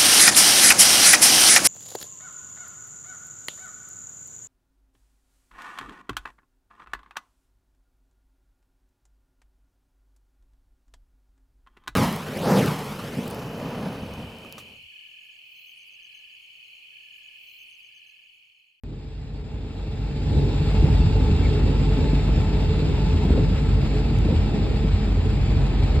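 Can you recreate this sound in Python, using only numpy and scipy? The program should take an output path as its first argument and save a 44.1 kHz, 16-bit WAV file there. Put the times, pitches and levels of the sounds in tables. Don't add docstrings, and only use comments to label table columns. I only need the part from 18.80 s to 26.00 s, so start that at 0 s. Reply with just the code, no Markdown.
import sys
import numpy as np
from scipy import signal
from scipy.fft import rfft, irfft, next_fast_len
from scipy.io import wavfile
from scipy.ndimage import uniform_filter1d, map_coordinates

SR = 44100
rng = np.random.default_rng(int(sys.argv[2]) if len(sys.argv) > 2 else 0)


def master(y):
    cut = np.clip(np.atleast_2d(y).T, -1, 1)
    pcm = np.round(cut * 32767)
    wavfile.write(sys.argv[1], SR, pcm.astype(np.int16))


N = 317520

# level at full running/dB,
# growth/(dB per dB of swell), drift/(dB per s)
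ROAR_RUNNING = (-42, 0.87, 0)


def amp(db):
    return 10 ** (np.asarray(db) / 20)


def unit(x):
    return x / np.sqrt(np.mean(x ** 2) + 1e-20)


def clock():
    return np.arange(N) / SR


def along(points, hz):
    f, *cols = np.transpose(points)
    return [np.interp(np.log(hz + 1), np.log(f + 1), c) for c in cols]


def curves(rows):
    s, *cols = np.transpose(rows)
    return [np.interp(clock(), s, c) for c in cols]


def wobble(rate):
    knots = rng.standard_normal(int(N * rate / SR) + 4)
    steps = np.arange(0, len(knots) - 1, 1 / 10)
    return np.interp(clock() * rate, steps, map_coordinates(knots, [steps]))


def angle(hz):
    return 2 * np.pi * np.cumsum(hz) / SR


def bell(s, spread):
    return np.exp(-.5 * ((clock() - s) / spread) ** 2)


def filtered(x, response):
    m = next_fast_len(N + SR // 2)
    return irfft(rfft(x, m) * response(np.fft.rfftfreq(m, 1 / SR)), m)[..., :N]


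def at_ports(pair, spectrum):
    # f/Hz, likeness 0-1, left lead/rad, left over right level/dB
    ports = [(50, .983, 0, 0), (140, .945, -.1, -.2), (280, .8, -.28, -.5), (440, .89, -.22, -.4),
             (580, .65, -.35, 1), (760, .64, -.2, 4), (1300, .67, -.4, 2.2), (1700, .82, 0, .6),
             (2100, .7, 1, 0), (2650, .66, 2, -.8), (3700, .6, 1.1, 1), (4700, .4, 2.1, -.6),
             (6000, .85, 3.1, 0), (8300, .86, 6.3, 0), (10400, .92, 9.4, 0), (14600, .9, 15.7, 0)]
    m = next_fast_len(N + SR // 2)
    hz = np.fft.rfftfreq(m, 1 / SR)
    likeness, lead, balance_db = along(ports, hz)
    a, b = rfft(pair, m) * amp(along(spectrum, hz)[0])
    mid = a * np.sqrt(1 + likeness)
    side = b * np.sqrt(1 - likeness)
    leftward = amp(balance_db / 2) * np.exp(1j * lead / 2)
    both = irfft(np.array([(mid + side) * leftward, (mid - side) / leftward]), m)[:, :N]
    return both / np.sqrt(np.mean(both.mean(0) ** 2) + 1e-20)


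def rush(spectrum, patchy_db):
    z = signal.stft(rng.standard_normal((2, N)), nperseg=512)[2]
    field = uniform_filter1d(rng.standard_normal(z.shape[1:]), size=4, axis=0)
    field = uniform_filter1d(field, size=12, axis=1)
    patchy = signal.istft(z * amp(patchy_db * unit(field)), nperseg=512)[1]
    return at_ports(patchy[:, :N], spectrum)


def steady(x, size):
    return x / np.sqrt(np.abs(uniform_filter1d(x.mean(0) ** 2, size=size)) + 1e-6)


def fuzzy_line(phase, width_hz):
    noises = [wobble(width_hz) * np.cos(phase) + wobble(width_hz) * np.sin(phase) for _ in range(2)]
    return unit(np.array(noises))


def running(layer):
    # t/s, level/dB
    train_swell = [(0.05, -58.5), (.4, -55.5), (.8, -53), (1.3, -47), (1.55, -43.5), (2, -38), (2.4, -39.5),
                   (3.5, -38.5), (5.5, -39), (6.5, -39.5), (7.2, -38)]
    full_running_db = -38
    full_db, growth, drift_db_per_s = layer
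    drift_db = drift_db_per_s * (clock() - clock().mean())
    return full_db + growth * (curves(train_swell)[0] - full_running_db) + drift_db


def shaking():
    # middle t/s, spread/s, floor gain/dB, walls gain/dB
    rough = [(1.55, 0.086, 5, 4), (1.834, .06, 1, 1), (2.044, 0.049, 3, 1.5), (2.248, 0.095, 4, 1),
             (2.651, 0.29, 3, 2), (3.56, 0.034, 3, -0.5), (4.6, 0.13, 1, 2), (5.518, 0.11, 3, 1.5),
             (6.8, 0.38, 0.5, -1.5)]
    floor_running = (-23.5, 0.7, .05)
    wall_running = (-30, 0.87, -0.062)
    floor_db = running(floor_running) + sum(db * bell(s, spread) for s, spread, db, _ in rough)
    wall_db = running(wall_running) + sum(db * bell(s, spread) for s, spread, _, db in rough)
    return floor_db, wall_db


def knock(age, hardness_db):
    # f/Hz, level/dB, t60/s
    modes = [(114, -7.5, 0.036), (169.3, -2.5, 0.057), (227, 1, 0.049), (298, -2.5, 0.041),
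             (438.6, -10, 0.036), (520, -12.5, 0.029), (611, -19.5, 0.028)]
    ring = np.zeros(len(age))
    for hz, level, t60 in modes:
        strength_db = level + hardness_db * np.log2(hz) + rng.normal(0, 2.35)
        ring += amp(strength_db - 60 * age / t60) * np.sin(2 * np.pi * hz * age)
    ring = ring * (1 - np.exp(-age / 0.0022))
    return ring / np.abs(ring).max()


def cog(teeth):
    cog_running = (-21, 0.87, -.1)
    # t/s, level/dB
    bearing = [(0, -1), (2.6, -0.5), (2.9, 0), (3.35, 1.5), (4.05, -3.5), (4.55, -0.5), (5, -1), (5.5, -2),
               (5.85, -.5), (6.4, 0), (6.9, 0.5)]
    throb_hz, first_throb_s, throb_db = 4.32, .09, -9.5
    beat = 2 * np.pi * throb_hz * (clock() - first_throb_s)
    neighbour = amp(throb_db + 0.75 * wobble(3.0)) * np.sin(teeth + beat + 0.2 * wobble(2.8))
    octave = amp(-11.5 + 3.3 * wobble(3.8)) * np.sin(2 * teeth + 0.34 * wobble(2.9))
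    level_db = running(cog_running) + curves(bearing)[0] + 0.49 * wobble(5.9)
    return amp(level_db) * unit(np.sin(teeth) + neighbour + octave)


def rumble(teeth):
    # f/Hz, level/dB
    floor_colour = [(10, -31), (20, -31.5), (30, -19), (41, -10), (54, -.5), (66, 2.5), (98, -1.5),
                    (120, -5), (150, -5), (175, -15), (240, -22.5), (800, -120)]
    wall_colour = [(20, -59.5), (150, -9.5), (185, -1.5), (205, 2.5), (225, -5), (260, -0.5), (300, -5),
                   (325, -4.5), (365, -10), (425, -7), (455, -11), (490, -11.5), (590, -19.5), (2500, -120)]
    lurch_db, lurch_per_s = 1.75, 9
    floor_db, wall_db = shaking()
    floor_db = floor_db + lurch_db * wobble(lurch_per_s)
    wall_db = wall_db + 1.54 * wobble(lurch_per_s) + np.cos(teeth)
    floor = amp(floor_db) * steady(rush(floor_colour, patchy_db=1.0), size=4500)
    walls = amp(wall_db) * steady(rush(wall_colour, patchy_db=1.0), size=4500)
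    return floor + walls


def rail_noise(teeth):
    # f/Hz, level/dB
    roar_colour = [(100, -87.5), (560, -2.5), (630, 2.5), (700, -2), (780, 2), (880, -1.5), (970, -4),
                   (1150, -12), (1400, -13.5), (9000, -120)]
    hiss_colour = [(200, -82.5), (1100, 0), (1330, -1), (1700, -0.5), (2050, -0.5), (2300, 2.5),
                   (2650, 2.5), (3100, -5), (4000, -24.5), (10000, -80)]
    fizz_colour = [(800, -74), (2700, -6), (3200, -1), (3600, 2), (4200, -0.5), (5000, -2), (6100, -17),
                   (7200, -8), (8700, -23), (12200, -29.5), (14000, -26.5)]
    hiss_running = (-44.5, 0.9, -.05)
    fizz_running = (-46.5, 0.96, -0.49)
    # t/s, spread/s, gain/dB
    flare_s, flare_spread, flare_db = (1.57, .08, 2.5)
    flutter_db = 0.099 * wobble(20) + 0.85 * wobble(60) + 0.19 * np.cos(teeth)
    roar_db = running(ROAR_RUNNING) + flutter_db + 0.36 * wobble(17)
    fizz_db = running(fizz_running) + flutter_db + flare_db * bell(flare_s, flare_spread)
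    roar = amp(roar_db) * rush(roar_colour, patchy_db=1.4)
    hiss = amp(running(hiss_running) + flutter_db) * rush(hiss_colour, patchy_db=0.9)
    fizz = amp(fizz_db) * rush(fizz_colour, patchy_db=1.4)
    return roar + hiss + fizz


def jostle(count=110):
    age = np.arange(SR // 8) / SR
    knocks = np.zeros(N + len(age))
    for moment, size, stretch in rng.random((count, 3)):
        blow = knock(age * (0.802 + 0.422 * stretch), hardness_db=-2.5)
        knocks[int(moment * N):][:len(age)] += amp(-9 * size) * blow
    return amp(shaking()[1] - 5.5) * unit(knocks[:N])


def motor_hum(shaft):
    orders = [(2, 3, 4.4, 6.3), (3, 9, 1.9, 1.5), (4, 11.5, 2.8, 5.4), (4.5, 10, 2.9, 1.73),
              (6, 4.5, 6.4, 4)]
    hum = 0
    for k, db, s, spread in orders:
        tone = unit(np.sin(k * shaft + 0.19 * wobble(4.08)))
        hum = hum + amp(db + 1.9 * wobble(3.056)) * bell(s, spread) * tone
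    return hum


def gear_whine(full_speed):
    whines = [(420.7, 22, 2.3, 2, 3.5), (444.6, 22, 1, 2.9, 4.6), (825, 50, -8, 1.8, .9),
              (876, 40, -9.5, 2.6, 3), (1323, 100, -13, 4.3, 3.1), (2693, 130, -8, 2.6, 2.8)]
    whine = 0
    for hz, width_hz, db, s, spread in whines:
        whine = whine + amp(db) * bell(s, spread) * fuzzy_line(full_speed * hz, width_hz)
    return np.std(whine) * at_ports(whine, [(400, 0.0072), (3000, 0)])


def gear_singing(full_speed):
    tones = [(450.5, -3.5, 6.5, .7), (786, -11, 7, .6), (823, -7, 5.7, .65), (822, -12, 1, 1.6),
             (871, -7, 2.9, 2), (967, -18, 4.6, 2)]
    waver_db, waver_rad, left_over_right_db = 2.6, .5, 2.5
    singing = 0
    for hz, db, s, spread in tones:
        tone = unit(np.sin(full_speed * hz + waver_rad * wobble(6)))
        singing = singing + amp(db + waver_db * wobble(6.1)) * bell(s, spread) * tone
    return amp(np.array([[.5], [-.5]]) * left_over_right_db) * singing


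def drive():
    # t/s, turns per second
    motor_speed = [(0, 35.2), (4, 35.15), (5.3, 35.1), (6.3, 34.65), (7.2, 34.4)]
    turns, = curves(motor_speed)
    shaft = angle(turns)
    full_speed = shaft / turns.max()
    return amp(running(ROAR_RUNNING)) * (motor_hum(shaft) + gear_singing(full_speed) + gear_whine(full_speed))


def bumps():
    # t/s, level/dB before the knock and shudder offsets, hardness/(dB per octave)
    jolts = [(1.552, -26, 0), (2.024, -23, 0), (2.046, -24, 0), (2.061, -23, 3), (2.495, -25, 1),
             (2.790, -25, 2), (3.333, -19, -1), (3.491, -21, 1), (3.572, -22, 11), (4.439, -25, 0),
             (4.451, -21.5, 1), (4.506, -15, 0), (4.578, -17, 6), (5.263, -25, 0), (5.312, -24, 3),
             (5.456, -20, 3), (5.487, -26, 18), (5.508, -20.5, 6), (5.525, -22.5, 6), (5.542, -26.5, 3),
             (6.038, -21.5, -1), (6.275, -29, 10), (6.372, -28, 12)]
    # f/Hz, level/dB
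    shudder_colour = [(20, -48.5), (70, -7), (130, 1.5), (270, -1.5), (420, 0.5), (580, -12), (700, -24.5),
                      (1000, -42.5), (3000, -100)]
    knock_db, shudder_db = 6.5, -11
    rise_s, shudder_t60_s = .002, .16
    muffle_hz = 640
    age = np.arange(SR // 4) / SR
    fade = amp(-60 * age / shudder_t60_s) * (1 - np.exp(-age / rise_s))
    knocks, shudder = np.zeros(N), np.zeros(N)
    for s, db, hardness_db in jolts:
        start = round(s * SR)
        knocks[start:][:len(age)] += amp(db + knock_db) * knock(age, hardness_db)
        shudder[start:][:len(age)] += amp(db + shudder_db) * fade
    muffled = filtered(knocks, lambda hz: 1 / np.hypot(1, (hz / muffle_hz) ** 10))
    return muffled + shudder * rush(shudder_colour, patchy_db=1.0)


def thuds():
    heaves = [(1.594, -22, 148), (1.818, -19, 151), (2.042, -11.5, 147), (2.064, -13, 89),
              (2.21, -13.5, 93), (2.245, -13.5, 153), (2.314, -14.5, 94), (2.544, -15.5, 87),
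              (2.606, -17, 95), (2.842, -15, 81), (3.215, -18, 82), (3.584, -12.5, 87), (3.929, -15.5, 84),
              (4.28, -17, 173), (4.348, -12.5, 81), (4.458, -18, 183), (4.535, -11.5, 74),
              (4.61, -16.5, 159), (4.659, -17, 158), (4.729, -17.5, 172), (4.83, -17.5, 146),
              (4.965, -16, 80), (5.318, -17.5, 152), (5.38, -18, 101), (5.53, -19.5, 164), (5.582, -17, 80),
              (5.735, -19, 152), (5.808, -17, 91), (6.047, -15, 170), (6.145, -14.5, 91),
              (6.395, -13.5, 86), (7.04, -15, 90), (7.171, -15, 77)]
    rise_cycles, fall_cycles, trim_db = 1.4, 1.8, -1.5
    booms = np.zeros(N)
    for s, db, hz in heaves:
        cycles = (np.arange(-SR // 8, SR // 8) / SR) * hz
        width = np.where(cycles < 0, rise_cycles, fall_cycles)
        boom = np.exp(-.5 * (cycles / width) ** 2) * np.sin(2 * np.pi * (cycles + rng.random()))
        start = round(s * SR) - SR // 8
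        booms[start:][:len(boom)] += amp(db) * boom[:N - start]
    return amp(trim_db) * booms


def gear_surges():
    # t/s, level/dB, f/Hz
    flares = [(2.07, -34, 430), (2.283, -35, 438), (2.469, -34.5, 430), (2.697, -35, 440),
              (2.889, -32.5, 427), (3.11, -31, 429), (3.926, -34.5, 438), (4.299, -35, 432),
              (4.43, -35, 431), (4.839, -32, 440), (5.17, -33.5, 423)]
    wander_hz, spread_s = 3.02, 0.026
    hz = curves(flares)[1] + wander_hz * wobble(16)
    swell = sum(amp(db) * bell(s, spread_s) for s, db, _ in flares)
    return swell * amp(1.2 * wobble(50)) * unit(np.sin(angle(hz)))


def squeaks():
    # t/s, f/Hz, level/dB, spread/s
    rasps = [(2.09, 860, -39, .014), (2.22, 2690, -42.5, 0.007), (2.636, 2240, -39, .005),
             (2.658, 2240, -40, 0.0086)]
    total = np.zeros(N)
    for s, hz, db, spread in rasps:
        line = fuzzy_line(2 * np.pi * hz * clock(), width_hz=220)[:1]
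        total += amp(db) * bell(s, spread) * steady(line, size=500)[0]
    return total


def ticks():
    # t/s, level/dB before colouring
    clicks = [(5.387, -21.5)]
    # f/Hz, gain/dB
    tick_colour = [(500, -2), (2500, 6), (5500, 3), (8300, -4), (11000, -8), (14000, -9)]
    click = np.zeros(N)
    for s, db in clicks:
        click[round(s * SR)] = amp(db)
    return filtered(click, lambda hz: amp(along(tick_colour, hz)[0]))


def scene():
    # t/s, teeth per second
    mesh = [(0, 48.25), (5.8, 48.25), (6.2, 47.55), (7.2, 47.5)]
    teeth = angle(curves(mesh)[0])
    track = cog(teeth) + rumble(teeth) + rail_noise(teeth) + jostle()
    return track + drive() + bumps() + thuds() + gear_surges() + squeaks() + ticks()


def record(dry):
    start_s, sway_hz, top_hz = .036, 8, 14000
    return filtered(dry * (clock() > start_s), lambda hz: (hz < top_hz) * hz / np.hypot(hz, sway_hz))


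dry = scene()
out = record(dry)
master(out)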